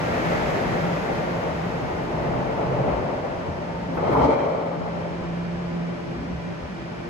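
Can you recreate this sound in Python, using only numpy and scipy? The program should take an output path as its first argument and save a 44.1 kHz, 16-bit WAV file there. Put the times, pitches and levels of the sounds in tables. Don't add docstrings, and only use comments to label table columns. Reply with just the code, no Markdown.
import sys
import numpy as np
from scipy import signal
from scipy.fft import rfft, irfft, next_fast_len
from scipy.io import wavfile
from scipy.ndimage import uniform_filter1d, minimum_filter1d

SR = 44100
rng = np.random.default_rng(int(sys.argv[2]) if len(sys.argv) > 2 else 0)


def waveform_to_disk(signal):
    frames = np.transpose(np.atleast_2d(signal))
    scaled = np.clip(frames, -1, 1) * 32767
    samples = np.round(scaled).astype(np.int16)
    wavfile.write(sys.argv[1], SR, samples)


N = 312669
TIME = np.arange(N) / SR
FFT_SIZE = next_fast_len(N, real=True)
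FREQS = np.fft.rfftfreq(FFT_SIZE, 1 / SR)

# (frequency [Hz], width [Hz], lift [dB])
RAIL_MODES = [(266, 59, 7.5), (622, 70, 2), (697, 19, 1.5), (850, 68, 5.5), (904, 44, 3), (2320, 240, 3),
              (3150, 360, 10.5), (4100, 440, 5.5), (5350, 300, 3)]
# (time [s], roar level [dB], ground vibration level [dB])
WORN_RAIL = [(.4, -32.5, -33.5), (.76, -30, -34), (1.75, -38, -36), (2.36, -27, -31), (2.76, -32, -46),
             (2.91, -25.5, -39), (4.87, -41, -51)]
PATCH_RISE_S = 0.62
CLATTER_PEAK_S, CLATTER_RISE_S = 4.235, 0.36


def gain_of(db):
    return 10 ** (np.asarray(db) / 20)


def unit_rms(x):
    return x / np.sqrt(np.mean(x ** 2) + 1e-20)


def power_sum(gains):
    return np.sqrt(sum(gain ** 2 for gain in gains))


def spectrum(rows, column=1):
    table = np.transpose(rows)
    return np.interp(np.log(FREQS + 1), np.log(table[0] + 1), table[column])


def curve(rows):
    return np.interp(TIME, *np.transpose(rows))


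def add(mix, start_s, sound):
    part = mix[:, max(round(start_s * SR), 0):][:, :sound.shape[1]]
    part += sound[:, :part.shape[1]]


def drift(rate_hz):
    low_pass = np.exp(-(FREQS / rate_hz) ** 2)
    return unit_rms(irfft(rfft(rng.standard_normal(FFT_SIZE)) * low_pass, FFT_SIZE)[:N])


def lift_db(modes):
    return sum(db / (1 + (2 * (FREQS - hz) / width) ** 2) for hz, width, db in modes)


def resonance_db(freqs, hz, width_hz):
    return -40 * np.log10(1 + (1.4 * (freqs - hz) / width_hz) ** 2)


def diffuse(colour_db):
    # (frequency [Hz], in-phase part [1], quadrature part [1])
    cross_spectrum = [(40, 0.9, 0), (90, 0.8, -0.1), (253, 0.81, -0.14), (508, 0.34, -0.39),
                      (750, -0.24, -0.22), (1200, 0.3, 0.063), (1660, -0.51, 0.41), (2170, 0.19, 0.16),
                      (3160, 0.19, -0.029), (3470, -0.21, -0.068), (3970, 0.081, 0.057),
                      (5650, -0.32, 0.00013), (6200, 0.29, 0.068), (11000, 0.0054, 0)]
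    coherence = spectrum(cross_spectrum) + 1j * spectrum(cross_spectrum, 2)
    a, b, c, d = rng.standard_normal((4, len(FREQS)))
    left, independent = a + 1j * b, c + 1j * d
    right = coherence * left + np.sqrt(np.clip(1 - abs(coherence) ** 2, 0, 1)) * independent
    return unit_rms(irfft(np.array([left, right]) * gain_of(colour_db), FFT_SIZE)[:, :N])


def band(hz, width_hz):
    return diffuse(resonance_db(FREQS, hz, width_hz))


def multipath_tone(hz, depth, rate_hz):
    scattered = np.array([drift(rate_hz) + 1j * drift(rate_hz) for channel in range(2)])
    return unit_rms(((1 + depth * scattered) * np.exp(2j * np.pi * hz * TIME)).real)


def receding(loss_db_per_m, tail_passes_s=0.32, speed_m_per_s=11.85):
    distance_m = speed_m_per_s * abs(TIME - tail_passes_s)
    return gain_of(-loss_db_per_m * distance_m)


def swell(peak_s, rise_s, t60):
    age = TIME - peak_s
    return np.clip(1 + age / rise_s, 0, 1) ** 1.41 * gain_of(-60 * np.maximum(age, 0) / t60)


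def rolling(level_db=-26, flutter_db=0.88):
    # (frequency [Hz], spectral level [dB])
    colour = [(20, -50), (60, -24), (170, -5), (260, -5), (350, -3), (470, -1), (590, 0), (690, 0),
              (780, -2.5), (920, -6), (1200, -12), (1600, -17), (2300, -22.5), (3500, -37), (7000, -51.5),
              (11800, -62), (13500, -70)]
    # (frequency [Hz], width [Hz], lift [dB])
    wheel_modes = [(341, 25, 1.5), (449, 12, 2), (507, 21, 1.5), (595, 33, 2), (920, 36, 1)]
    patches = [gain_of(db) * swell(s, PATCH_RISE_S, t60=2.55) for s, db, _ in WORN_RAIL]
    envelope = power_sum([gain_of(level_db) * receding(loss_db_per_m=0.17)] + patches)
    flutter = gain_of(flutter_db * drift(31))
    return envelope * flutter * diffuse(spectrum(colour) + lift_db(wheel_modes) + 0.24 * lift_db(RAIL_MODES))


def rumble(level_db=-34, clatter_db=-25.5, steadiness=0.39):
    # (frequency [Hz], spectral level [dB])
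    colour = [(15, -56), (30, -28), (45, -18), (62, -3.5), (80, -4.5), (105, -1.5), (135, 2.5), (190, -2),
              (260, -5.5), (400, -21.5), (1000, -48), (4000, -84)]
    shake = diffuse(spectrum(colour))
    power = uniform_filter1d((shake ** 2).mean(0), size=5000)
    even_throb = unit_rms(shake / power ** (steadiness / 2))
    jolts = [gain_of(db) * swell(s, PATCH_RISE_S, t60=1) for s, _, db in WORN_RAIL]
    jolts += [gain_of(clatter_db) * swell(CLATTER_PEAK_S, CLATTER_RISE_S, t60=1)]
    return power_sum([gain_of(level_db) * receding(loss_db_per_m=0.08)] + jolts) * even_throb


def draught():
    # (time [s], level [dB])
    levels = [(0, -55), (.45, -44), (1.2, -52), (1.85, -49), (2.25, -46), (3, -45), (3.5, -55), (4.8, -61),
              (5.45, -53), (6.6, -55), (7.09, -50)]
    return gain_of(1 + curve(levels)) * band(hz=47, width_hz=26)


def car_hiss(level_db=-31.5, flutter_db=0.3):
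    # (frequency [Hz], spectral level [dB])
    colour = [(30, -25), (150, -2.5), (330, -0.5), (500, -16), (1000, -4), (1400, 2.5), (1900, 2.5),
              (2400, -3), (3000, -9), (4000, -14), (5200, -16), (7000, -21.5), (9000, -34), (12000, -26.5),
              (13000, -41)]
    envelope = gain_of(level_db + flutter_db * drift(25)) * receding(loss_db_per_m=0.5)
    return envelope * diffuse(spectrum(colour))


def hum(ragged=0.83, clear=0.23):
    # (time [s], level [dB])
    levels = [(0, -38), (.45, -37), (.7, -32.5), (1.05, -38), (1.6, -33), (2.1, -38), (2.9, -34.5),
              (3.3, -45), (3.65, -36), (3.9, -32.5), (4.15, -38), (4.74, -30), (5.26, -33), (5.34, -26.5),
              (5.66, -27.3), (5.92, -27.5), (5.99, -43), (6.09, -30.5), (6.15, -36), (6.22, -29.5),
              (6.42, -32), (6.5, -29), (6.58, -41), (6.72, -36), (7.09, -34)]
    # (time [s], frequency [Hz])
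    pitch = [(1.4, 171.2), (1.8, 166.1), (2.8, 168.9), (3.5, 172.1), (4.75, 169.6), (5.5, 172.3),
             (6.5, 171.4), (6.75, 166.5), (7.1, 173.6)]
    # (time [s], level [dB])
    boom_peaks = [(.03, -30), (.125, -31), (.29, -26.5), (.86, -24.5), (.93, -29), (1.14, -30.5),
                  (1.33, -32.5), (1.465, -26.5), (1.65, -30), (1.85, -30)]
    roughness = curve([(3.5, ragged), (5.2, clear), (5.9, clear), (6.5, ragged)])
    carrier_phase = 2 * np.pi * np.cumsum(curve(pitch)) / SR
    phase = np.array([carrier_phase + 0.47 * drift(5.6) for channel in range(2)])
    tone = unit_rms((1 + 0.32 * roughness * drift(8.9)) * np.cos(phase + roughness * drift(20.5)))
    quadrature = np.array([[0], [np.pi / 2]])
    octave = unit_rms((1 + 0.45 * drift(6.3)) * np.cos(2 * phase + 0.3 * drift(21) + quadrature))
    octave_gain = gain_of(-45) * curve([(4.6, 0.54), (5.8, 1.6), (7, 2)])
    booms = [gain_of(db) * np.exp(-((TIME - s) / 0.032) ** 2) for s, db in boom_peaks]
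    envelope = power_sum([gain_of(curve(levels) - 2)] + booms)
    lean_right = gain_of([[-1], [1]])
    return envelope * tone * lean_right + octave_gain * octave


def ventilation(air_db=-39, sheen_db=-56, shadow_db=-6):
    # (frequency [Hz], spectral level [dB])
    colour = [(32, -15), (60, 9), (110, 9), (250, 10), (330, 8.5), (400, 6.5), (480, 1), (600, -1),
              (1100, 0), (1700, 3), (2300, -4.5), (3000, -6.5), (4000, -13), (5200, -13), (9000, -31.5),
              (12000, -35.5), (13500, -58)]
    # (frequency [Hz], level [dB])
    tones = [(597, -51.5), (1001, -54.5), (2385, -60.5)]
    whines = sum(gain_of(db) * multipath_tone(hz, depth=1.2, rate_hz=11) for hz, db in tones)
    air = gain_of(air_db) * diffuse(spectrum(colour))
    sheen = gain_of(sheen_db) * band(hz=2330, width_hz=320)
    shadow = gain_of(curve([(3.6, shadow_db), (5.2, 0)]))
    return air + shadow * (whines + sheen)


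def thuds(rise_s=0.044, t60=0.35, smear_hz=22):
    # (time [s], level [dB], frequency [Hz])
    jolts = [(.11, -35, 79), (.15, -35, 245), (.31, -42, 69), (.43, -33, 66.8), (1.09, -34.5, 288),
             (1.52, -40, 69.6), (1.97, -36, 75), (2.18, -34, 60.3), (2.2, -34, 122), (2.36, -31, 261),
             (2.69, -36, 141), (2.87, -29, 142), (2.94, -32, 64.4), (3.499, -32, 88), (5.22, -40, 62),
             (5.54, -38, 65), (6.1, -37, 152), (6.201, -36, 63.6), (6.34, -32.5, 69.6), (6.37, -38, 132),
             (6.65, -34, 63), (6.7, -36, 200)]
    phase_smear = 0.82 * drift(smear_hz) + 0.61 * np.array([drift(smear_hz) for channel in range(2)])
    age = np.arange(-rise_s, t60, 1 / SR)
    envelope = np.minimum(1 + age / rise_s, gain_of(-60 * age / t60))
    rings = np.zeros((1, N), complex)
    for s, db, hz in jolts:
        add(rings, s - rise_s, gain_of(db) * envelope * np.exp(2j * np.pi * hz * age[None]))
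    return np.sqrt(2) * (rings * np.exp(1j * phase_smear)).real


def rail_joints(rise_s=0.0028):
    # (time [s], level [dB], frequency [Hz], width [Hz], 60 dB decay time [s])
    blows = [(.316, -28, 520, 400, 0.17), (.74, -27, 480, 300, .25), (1.086, -22, 510, 448, .2),
             (2.202, -28, 520, 400, .15), (2.592, -21, 620, 450, .08), (2.663, -27, 590, 394, .18),
             (2.71, -23, 480, 400, .2), (2.785, -23, 584, 300, .25), (2.836, -25, 480, 400, .3),
             (3.091, -25, 590, 350, .15), (3.233, -30, 540, 350, 0.23), (3.885, -25.5, 270, 109.9, 0.27),
             (3.968, -26.5, 700, 1400, 0.39), (4.022, -21.5, 570, 450, 0.28), (4.092, -18.5, 430, 450, .2),
             (4.15, -17.5, 920, 654, 0.43), (4.212, -12.5, 660, 500, .11), (4.248, -17.5, 360, 420, .12),
             (4.315, -24.5, 760, 600, .3), (4.352, -21.5, 644, 600, .2), (4.385, -22, 530, 450, .2),
             (4.475, -19, 623, 550, 0.2), (4.606, -26, 640, 400, .15)]
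    mix, noise = np.zeros((2, N)), diffuse(np.zeros(len(FREQS)))
    age = np.arange(SR // 2) / SR
    freqs = np.fft.rfftfreq(len(age), 1 / SR)
    for k, (s, db, hz, width, t60) in enumerate(blows):
        excitation = np.roll(noise, -k * len(age), axis=1)[:, :len(age)]
        burst = unit_rms(irfft(rfft(excitation) * gain_of(resonance_db(freqs, hz, width)), len(age)))
        envelope = gain_of(db - 60 * age / t60) * (1 - np.exp(-age / rise_s))
        add(mix, s, envelope * burst)
    return mix


def wheel_whine(hz=905):
    # (time [s], level [dB])
    levels = [(1.4, -58), (2.2, -50), (2.9, -44), (3.25, -54), (3.55, -50), (3.77, -43), (4.1, -45),
              (4.6, -49), (5.0, -62), (7.09, -70)]
    return gain_of(curve(levels)) * multipath_tone(hz, depth=0.6, rate_hz=10)


def fizzes(rise_s=0.012):
    # (time [s], level [dB], duration [s])
    pulses = [(2.02, -68, .07), (2.56, -68, .05), (3.94, -62.5, .06), (4.115, -59, .15)]
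    envelope = sum(gain_of(db) * curve([(s, 0), (s + rise_s, 1), (s + length, 0)])
                   for s, db, length in pulses)
    return envelope * band(hz=11400, width_hz=1900)


def shaken_parts():
    # (peak time [s], rise [s], fall [s], frequency [Hz], width [Hz], level [dB])
    parts = [(2.85, .7, .28, 133.7, 32.2, -29), (4.25, .23, .17, 72, 26, -29.5),
             (4.25, .21, .12, 274, 40, -24), (4.25, .06, .05, 4800, 3500, -47),
             (4.35, .12, .22, 2320, 300, -41.5), (6.25, .3, .19, 250, 80, -35.5)]
    return sum(gain_of(db) * curve([(s - rise, 0), (s, 1), (s + fall, 0)]) * band(hz, width)
               for s, rise, fall, hz, width, db in parts)


def clatter(level_db=-15, judder_db=1.2):
    # (frequency [Hz], spectral level [dB])
    colour = [(40, -38), (70, -19), (200, -11), (350, -6.5), (580, 1.5), (720, -5.5), (1000, -10),
              (1300, -12.5), (1550, -21), (2200, -23), (2800, -37.5), (5500, -43), (8000, -53.5),
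              (15000, -72)]
    envelope = gain_of(level_db + judder_db * drift(28)) * swell(CLATTER_PEAK_S, CLATTER_RISE_S, t60=2.29)
    return envelope * diffuse(spectrum(colour) + lift_db(RAIL_MODES))


def rail_howl(rise_s=0.14):
    # (frequency [Hz], level [dB], peak time [s], 60 dB decay time [s])
    partials = [(269, -29, 4.26, .7), (451.5, -25, 4.29, 1.4), (528, -30, 4.3, 1.5), (559, -30, 4.26, 1.7),
                (845.5, -30, 4.22, .8), (905, -26, 4.2, 1.3), (989, -36, 4.2, 1), (1174, -36.5, 4.22, 1.1),
                (1347.5, -36, 4.2, 0.9)]
    return sum(gain_of(db) * swell(s, rise_s, t60) * multipath_tone(hz, depth=0.35, rate_hz=7)
               for hz, db, s, t60 in partials)


def tunnel(x, ripple_db=1.38, mode_width_hz=7):
    # (frequency [Hz], left minus right level [dB])
    balance = [(60, 1.5), (140, 0.5), (330, 0.5), (500, .5), (770, 3.5), (1180, 4), (1800, -2.5),
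               (2750, 1.5), (4500, 3.5), (8000, 0)]
    response = rng.standard_normal(N) * np.exp(-(TIME * mode_width_hz) ** 2)
    depth = spectrum([(150, 0.14), (260, 1.0), (1400, 0.93), (4000, 0.51)])
    modes = unit_rms(rfft(response, FFT_SIZE).real) * depth
    lean_db = spectrum(balance) / 2
    transfer = gain_of(ripple_db * modes + np.array([lean_db, -lean_db]))
    return irfft(rfft(x, FFT_SIZE) * transfer, FFT_SIZE)[:, :N]


def scene():
    train = rolling() + rumble() + thuds() + draught() + car_hiss()
    train = tunnel(train + clatter() + rail_joints() + shaken_parts())
    lean_left = gain_of([[1.2], [-1.2]])
    singing_steel = (rail_howl() + wheel_whine()) * lean_left
    return train + singing_steel + fizzes() + hum() + ventilation()


def record(dry, threshold_db=-20, reduction=0.44, hold_s=0.44, release_db_per_s=35, cutoff_hz=15650):
    power_db = 10 * np.log10(abs(uniform_filter1d((dry ** 2).mean(0), size=3000)) + 1e-12)
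    hold = round(hold_s * SR)
    held_db = -minimum_filter1d(-power_db, size=hold + 1, origin=hold // 2)
    fall_db = TIME * release_db_per_s
    detector_db = np.maximum.accumulate(held_db + fall_db) - fall_db
    excess_db = np.maximum(detector_db - threshold_db, 0)
    ducked = dry / gain_of(reduction * uniform_filter1d(excess_db, size=800))
    low_pass = signal.firwin(511, cutoff_hz, window=("kaiser", 9), fs=SR)
    return signal.oaconvolve(ducked, low_pass[None], "same")


dry = scene()
out = record(dry)
waveform_to_disk(out)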